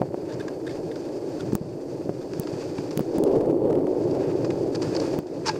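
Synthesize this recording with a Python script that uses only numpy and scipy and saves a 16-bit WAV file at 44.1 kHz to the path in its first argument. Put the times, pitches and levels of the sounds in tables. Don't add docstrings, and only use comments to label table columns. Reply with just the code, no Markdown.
import sys
import numpy as np
from scipy import signal
from scipy.fft import rfft, irfft, next_fast_len
from scipy.io import wavfile
from scipy.ndimage import uniform_filter1d

SR = 44100
rng = np.random.default_rng(int(sys.argv[2]) if len(sys.argv) > 2 else 0)


def materialize(psi):
    bounded = np.clip(np.atleast_2d(psi).T, -1, 1)
    quanta = np.round(bounded * 32767).astype(np.int16)
    wavfile.write(sys.argv[1], SR, quanta)


N = 246519
TIME = np.arange(N) / SR
SURGE_DB = 10


def from_db(db):
    return 10 ** (np.asarray(db) / 20)


def rms_one(x):
    return x / np.sqrt(np.mean(x ** 2) + 1e-20)


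def evened(x, span_s):
    power = uniform_filter1d(x ** 2, int(span_s * SR) + 1)
    return x / np.sqrt(np.abs(power) + 1e-9)


def in_time(rows):
    seconds, *columns = np.transpose(rows)
    return [np.interp(TIME, seconds, column) for column in columns]


def drift(rate):
    step = 40
    r = np.exp(-2 * np.pi * rate * step / SR)
    noise = rng.standard_normal(N // step + 2002)
    slow = signal.lfilter([1], [1, -2 * r, r * r], noise)[2000:]
    return np.interp(np.arange(N) / step, np.arange(len(slow)), rms_one(slow))


def colour(x, spectrum):
    size = 2 * next_fast_len(N // 2 + SR // 20, real=True)
    hz, db = np.transpose(spectrum)
    grid = np.maximum(np.arange(size // 2 + 1) * SR / size, 1)
    gain = rms_one(from_db(np.interp(np.log(grid), np.log(hz), db)))
    cepstrum = irfft(np.log(gain))
    cepstrum[1:size // 2] *= 2
    cepstrum[size // 2 + 1:] = 0
    return irfft(rfft(x, size) * np.exp(rfft(cepstrum)))[:N]


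def resonance(x, hz, width_hz):
    r = np.exp(-np.pi * width_hz / SR)
    top = np.array([1, 0, -1]) * (1 - r * r) / 2
    return signal.lfilter(top, [1, -2 * r * np.cos(2 * np.pi * hz / SR), r * r], x)


def grains(per_s, spread_db):
    sizes = from_db(spread_db * np.minimum(rng.exponential(1, N), 4))
    signs = rng.choice([-1, 1], N)
    return rms_one(sizes * signs * (rng.random(N) < per_s / SR))


def burst(s, length, rise_s, fall_s):
    age = TIME - s
    rise = np.minimum(age, 0) / rise_s
    fall = np.maximum(age - length, 0) / fall_s
    return np.exp(np.maximum(rise - fall, -20))


def surge_db(start_s=3.025, rise_s=0.17, sag_db_per_s=3):
    age = TIME - start_s
    return SURGE_DB * np.clip(age / rise_s, 0, 1) - sag_db_per_s * np.maximum(age - rise_s, 0)


def roar(idle_db=-31, level_db=-0.5, flutter_db=0.5, pops_db=-6, even_s=0.091):
    # frequency in Hz, relative strength in dB per Hz.
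    spectrum = [(120, -25.5), (220, -16), (285, -2.5), (350, 1), (440, -6), (580, -9), (680, -18),
                (860, -21), (1100, -35), (1500, -53), (2500, -51.5), (9000, -70)]
    pops = from_db(pops_db) * grains(per_s=250, spread_db=3.5)
    gas = colour(rng.standard_normal(N) + pops, spectrum)
    jet_db = idle_db + surge_db() + level_db + flutter_db * drift(rate=8.1)
    return from_db(jet_db) * evened(gas, even_s)


def throat(level_db=-40.0, follows=1.51, hz=390, width_hz=200):
    soften = signal.butter(2, 900, fs=SR, output="sos")
    puffs = signal.sosfilt(soften, grains(per_s=150, spread_db=2.0))
    ring = resonance(resonance(puffs, hz, width_hz), hz, width_hz)
    return from_db(level_db + follows * surge_db()) * evened(ring, span_s=0.041)


def gusts(rise_s=0.019, fall_s=0.019, lull_db=-1.5):
    # start in seconds, length in seconds, push in dB above the lull.
    pushes = [(3.25,0.12,3.5),(3.49,0.04,2.5),(3.656,0.13,2.5),(4.14,0.049,1.5),(4.62,0.027,1.5),(4.933,0.078,2.5),(5.14,0.03,1)]
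    push_db = sum(db * burst(s, length, rise_s, fall_s) for s, length, db in pushes)
    return from_db(lull_db * surge_db() / SURGE_DB + push_db)


def crackle(level_db=-61, follows=0.11, hz=950, width_hz=900):
    shocks = resonance(grains(per_s=90, spread_db=3.0), hz, width_hz)
    air = signal.butter(3, 2000, fs=SR, output="sos")
    return from_db(level_db + follows * surge_db()) * rms_one(signal.sosfilt(air, shocks))


def volleys(level_db=-2):
    # start in seconds, length in seconds, level in dB before the shared level_db.
    rips = [(3.182,0.0045,-30),(3.235,0.0025,-27),(3.274,0.0038,-33),(3.311,0.0047,-36),(3.353,0.014,-33),(3.408,0.0049,-32),(3.457,0.0025,-31),(3.495,0.018,-37),(3.65,0.013,-44),(3.699,0.011,-32.5),(3.728,0.0038,-31.5),(3.752,0.0034,-33),(3.79,0.003,-36),(3.869,0.0033,-32.5),(4.149,0.0025,-31)]
    # frequency in Hz, relative strength in dB per Hz.
    spectrum = [(250, -3.5), (600, 14), (950, 4.5), (1400, -3.5), (2400, -12.5), (4000, -18.5),
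                (9000, -22.5), (15000, -35)]
    force = sum(from_db(db + level_db) * burst(s, length, rise_s=0.00039, fall_s=0.0012)
                for s, length, db in rips)
    shocks = evened(grains(per_s=2500, spread_db=3.0), span_s=0.006)
    return colour(force * shocks, spectrum)


def blasts(level_db=-1, crack_db=3, crack_hz=740, crack_width_hz=720,
           snap_db=1, snap_s=0.000083, tail_db=-17, tail_s=0.00079):
    # time of the crest in seconds, peak in dB, length of the crest in seconds,
    # crack in dB, snap in dB; level_db, crack_db and snap_db are added to the three levels.
    slugs = [(0.0133,-15.5,0.0023,-49,-39),(0.0176,-7.5,0.00099,-20,-40),(0.031,-14,0.001,-42,-65),(0.1439,-12.5,0.0011,-29,-44),(1.533,-8.5,0.0018,-41,-29),(1.5527,-12,0.0025,-21.5,-14.5),(1.6148,-19.5,0.0026,-50,-60),(2.094,-9.5,0.0013,-29.5,-53),(2.398,-16,0.0023,-45,-15.5),(2.7907,-16,0.0017,-47,-47),(2.9751,-12,0.0018,-43,-12.5),(2.9939,-8.5,0.0013,-23,-19.5),(3.007,-12,0.0021,-28,-29),(3.1835,-15.5,0.0024,-38,-20.5),(3.238,-20,0.0029,-42,-17.5),(4.9275,-18,0.0014,-47,-50),(5.1888,-13.5,0.0023,-26,-19)]
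    # frequency in Hz, relative strength in dB per Hz.
    snap_spectrum = [(1500, -4), (3200, -1.5), (5000, -6.5), (7500, -0.5), (13000, -3), (16000, 6.5)]
    waves, fronts, snaps = np.zeros((3, N))
    for s, peak_db, crest_s, front_db, top_db in slugs:
        near = np.abs(TIME - s) < .02
        age = TIME[near] - s
        u = (2 * age / crest_s) ** 2
        waves[near] += from_db(peak_db + level_db) * (1 - u) * np.exp(-u / 2)
        fronts[round(s * SR)] += from_db(front_db + crack_db) * SR / (np.pi * crack_width_hz)
        fade = np.exp(-np.abs(age) / snap_s) + from_db(tail_db) * np.exp(-np.abs(age) / tail_s)
        snaps[near] += from_db(top_db + snap_db) * fade
    crack = resonance(resonance(fronts, crack_hz, crack_width_hz), crack_hz, crack_width_hz)
    snap_noise = snaps * rng.choice([-1, 1], N)
    return ground_echo(waves + crack) + colour(snap_noise, snap_spectrum)


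def ground_echo(x, lag_s=0.00548, echo_db=-11):
    return x + from_db(echo_db) * np.interp(TIME - lag_s, TIME, x, left=0)


def dips(attack_s=0.03, recovery_s=0.23):
    # start in seconds, depth in dB (recovery starts at once, so the dip is a little shallower).
    heavy_waves = [(0.02, 3.5), (0.145, 0.5), (1.556, 7.5), (2.094, 2.5), (3.01, 1), (5.188, 8.5)]
    depth_db = np.zeros(N)
    for s, dip_db in heavy_waves:
        age = np.maximum(TIME - s, 0)
        dip = dip_db * np.minimum(age / attack_s, 1) * np.exp(-age / recovery_s)
        depth_db = np.maximum(depth_db, dip)
    return from_db(-depth_db)


def rumble(level_db=4.0, flutter_db=3.0):
    # time in seconds, level in dB before level_db and the flutter.
    throb = [(0.0, -40), (0.5, -47.5), (1.17, -49), (1.45, -39), (1.82, -45), (3.22, -45.5), (3.38, -41),
             (4.5, -40.5), (5.26, -42.5), (5.59, -42.5)]
    # frequency in Hz, relative strength in dB per Hz.
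    spectrum = [(12, -48), (28, -35), (38, -48), (60, -19.5), (95, -2.5), (128, 3.5), (160, 4), (210, -5.5),
                (300, -36.5), (600, -41), (2000, -100)]
    vent_db, = in_time(throb)
    thuds = grains(per_s=220, spread_db=0.0)
    return from_db(level_db + vent_db + flutter_db * drift(rate=6.2)) * colour(thuds, spectrum)


def grit(coarse, fine, ring_db):
    # frequency in Hz, relative strength in dB per Hz.
    coarse_spectrum = [(500, -51), (850, 6), (1250, 5), (1650, 4.5), (2000, -0.5), (2300, -0.5), (2550, 2),
                       (3100, -9), (4500, -10.5), (14000, -70)]
    fine_spectrum = [(1500, -11), (3000, -6), (4150, -3.5), (4550, 5.5), (5600, -0.5), (7600, -5),
                     (8200, -10), (9300, -10), (10300, -27.5), (12000, -15.5), (16000, -59.5)]
    # pitch in Hz, width in Hz, gain in dB before ring_db.
    modes = [(880, 147, 9.5), (1637, 25, 0), (2487, 40, 0), (4980, 22, 4), (5080, 11, 0), (6200, 75, 0)]
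    body = colour(coarse, coarse_spectrum) + colour(fine, fine_spectrum)
    rings = sum(from_db(db + ring_db) * resonance(body, hz, width) for hz, width, db in modes)
    return body + rings


def sliding(coarse_db=-3, fine_db=-0.5, flutter_db=1.78):
    # start in seconds, length in seconds,
    # coarse level in dB, fine level in dB, before coarse_db, fine_db and the flutter.
    slides = [(0, 0.68, -58, -60), (0.296, 0.13, -50.5, -59), (0.733, 2.46, -55.5, -56),
              (1.434, 0.077, -58, -73), (2.42, 0.46, -50.5, -52.5), (3.334, 0.02, -56, -57.5),
              (3.987, 1.9, -55.5, -56), (4.216, 0.086, -47.5, -58), (4.857, 0.23, -46, -49),
              (5.537, 0.05, -46, -51.5)]
    power = sum((from_db([[low], [high]]) * burst(s, length, rise_s=0.11, fall_s=0.12)) ** 2
                for s, length, low, high in slides)
    coarse, fine = np.sqrt(power)
    uneven = flutter_db * drift(rate=15.0)
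    return np.array([coarse * from_db(coarse_db + uneven) * grains(per_s=2200, spread_db=-0.5),
                     fine * from_db(fine_db + uneven) * grains(per_s=14000, spread_db=3.0)])


def crunching(coarse_db=0.0, fine_db=-7.0, jerk_db=6.0, dull_hz=7500):
    # start in seconds, length in seconds, coarse level in dB, fine level in dB,
    # before coarse_db and fine_db.
    crunches = [(0.322,0.026,-54,-41),(0.481,0.0031,-38,-33.5),(0.697,0.042,-65,-49),(0.957,0.0034,-52,-38),(1.397,0.0064,-52,-53),(1.522,0.0018,-41.5,-37),(2.334,0.0014,-41.5,-36.5),(2.432,0.0026,-54,-39),(2.472,0.0021,-39.5,-36),(2.625,0.004,-46.5,-52),(2.782,0.0024,-37.5,-34.5),(2.907,0.0076,-45,-35.5),(3.141,0.034,-55,-43),(4.11,0.003,-58,-38),(4.444,0.0088,-42.5,-36.5),(4.502,0.0074,-41,-41),(4.748,0.011,-44,-30),(4.818,0.013,-44,-31),(4.949,0.007,-44,-29.5),(4.968,0.0026,-39,-28.5),(5.0,0.0021,-46,-28),(5.269,0.0023,-48,-37),(5.447,0.011,-45,-42),(5.456,0.0045,-40,-34),(5.461,0.019,-31.5,-22),(5.482,0.0047,-26.5,-24.5),(5.492,0.0041,-26,-24),(5.494,0.024,-46,-36.5),(5.557,0.0051,-43,-43)]
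    force = sum(from_db([[coarse + coarse_db], [fine + fine_db]]) * burst(s, length, rise_s=0.0003, fall_s=0.0029)
                for s, length, coarse, fine in crunches)
    jerks = from_db(jerk_db * drift(rate=360))
    clicks = force * [evened(jerks * grains(per_s=6000, spread_db=1.5), span_s=0.004) for _ in force]
    return signal.sosfilt(signal.butter(2, dull_hz, fs=SR, output="sos"), clicks)


def grating(level_db=-1, width_hz=270, upper_hz=3580, upper_width_hz=260, upper_db=-9, scratch_db=-6):
    # start in seconds, length in seconds, level in dB before level_db, pitch in Hz before wavering.
    grates = [(0.292,0.033,-48,1560),(0.398,0.015,-42,1630),(0.667,0.013,-42,1650),(0.694,0.003,-44,1970),(0.703,0.01,-48,1780),(0.721,0.0066,-49,1860),(0.915,0.005,-47.5,1810),(0.957,0.0059,-45,1490),(1.087,0.004,-50,1570),(1.398,0.0042,-46,1500),(1.405,0.0039,-38.5,1480),(2.214,0.0034,-46.5,1340),(4.505,0.0022,-41,1960)]
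    slips = grains(per_s=3000, spread_db=1.5)
    jerks = rms_one(from_db(2.5 * drift(rate=300)))
    wavering = TIME + np.cumsum(0.04 * drift(rate=30)) / SR

    def ring(hz, width):
        steady = resonance(resonance(slips, hz, width), hz, width)
        return evened(np.interp(wavering, TIME, steady), span_s=0.008)

    upper = from_db(upper_db) * ring(upper_hz, upper_width_hz)
    band = signal.butter(2, [1200, 6000], "band", fs=SR, output="sos")
    scratch = from_db(scratch_db) * rms_one(signal.sosfilt(band, slips))
    total = np.zeros(N)
    for s, length, db, hz in grates:
        envelope = from_db(db + level_db) * burst(s, length, rise_s=0.001, fall_s=0.0034)
        total += envelope * (ring(hz, width_hz) + upper + scratch)
    return jerks * total


def chipping(width_hz=1050):
    # start in seconds, level in dB ahead of the last ring, pitch in Hz.
    chips = [(4.9645,-26.5,4850),(5,-29,4770),(5.461,-29,4800),(5.471,-24,5170),(5.4802,-24,4850),(5.49,-19,4840)]
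    splinters = grains(per_s=6000, spread_db=1.5)
    total = np.zeros(N)
    for s, db, hz in chips:
        pitched = evened(resonance(splinters, hz, width_hz), span_s=0.003)
        fracture = burst(s, length=0.003, rise_s=0.0003, fall_s=0.0016) * pitched
        total += from_db(db) * resonance(fracture, hz, width_hz)
    return total


def thin_hiss(level_db=-63, sinks=0.17):
    # frequency in Hz, relative strength in dB per Hz.
    spectrum = [(100, -28), (2000, 7.5), (4200, -7), (4420, 18.5), (5000, 4.5), (9000, 6), (10300, -2.5),
                (12000, -0.5), (13800, 1), (16000, -26)]
    return from_db(level_db - sinks * surge_db()) * colour(rng.standard_normal(N), spectrum)


def scene():
    volcano = gusts() * (roar() + throat()) + crackle() + volleys() + rumble()
    rustle = grit(*sliding(), ring_db=-8)
    crunch = grit(*crunching(), ring_db=-2.5)
    ground = rustle + crunch + grating() + chipping()
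    return (blasts() + dips() * (volcano + ground + thin_hiss()))[None]


def record(dry):
    return signal.sosfilt(signal.ellip(10, .1, 80, 15800, fs=SR, output="sos"), dry)


dry = scene()
out = record(dry)
materialize(out)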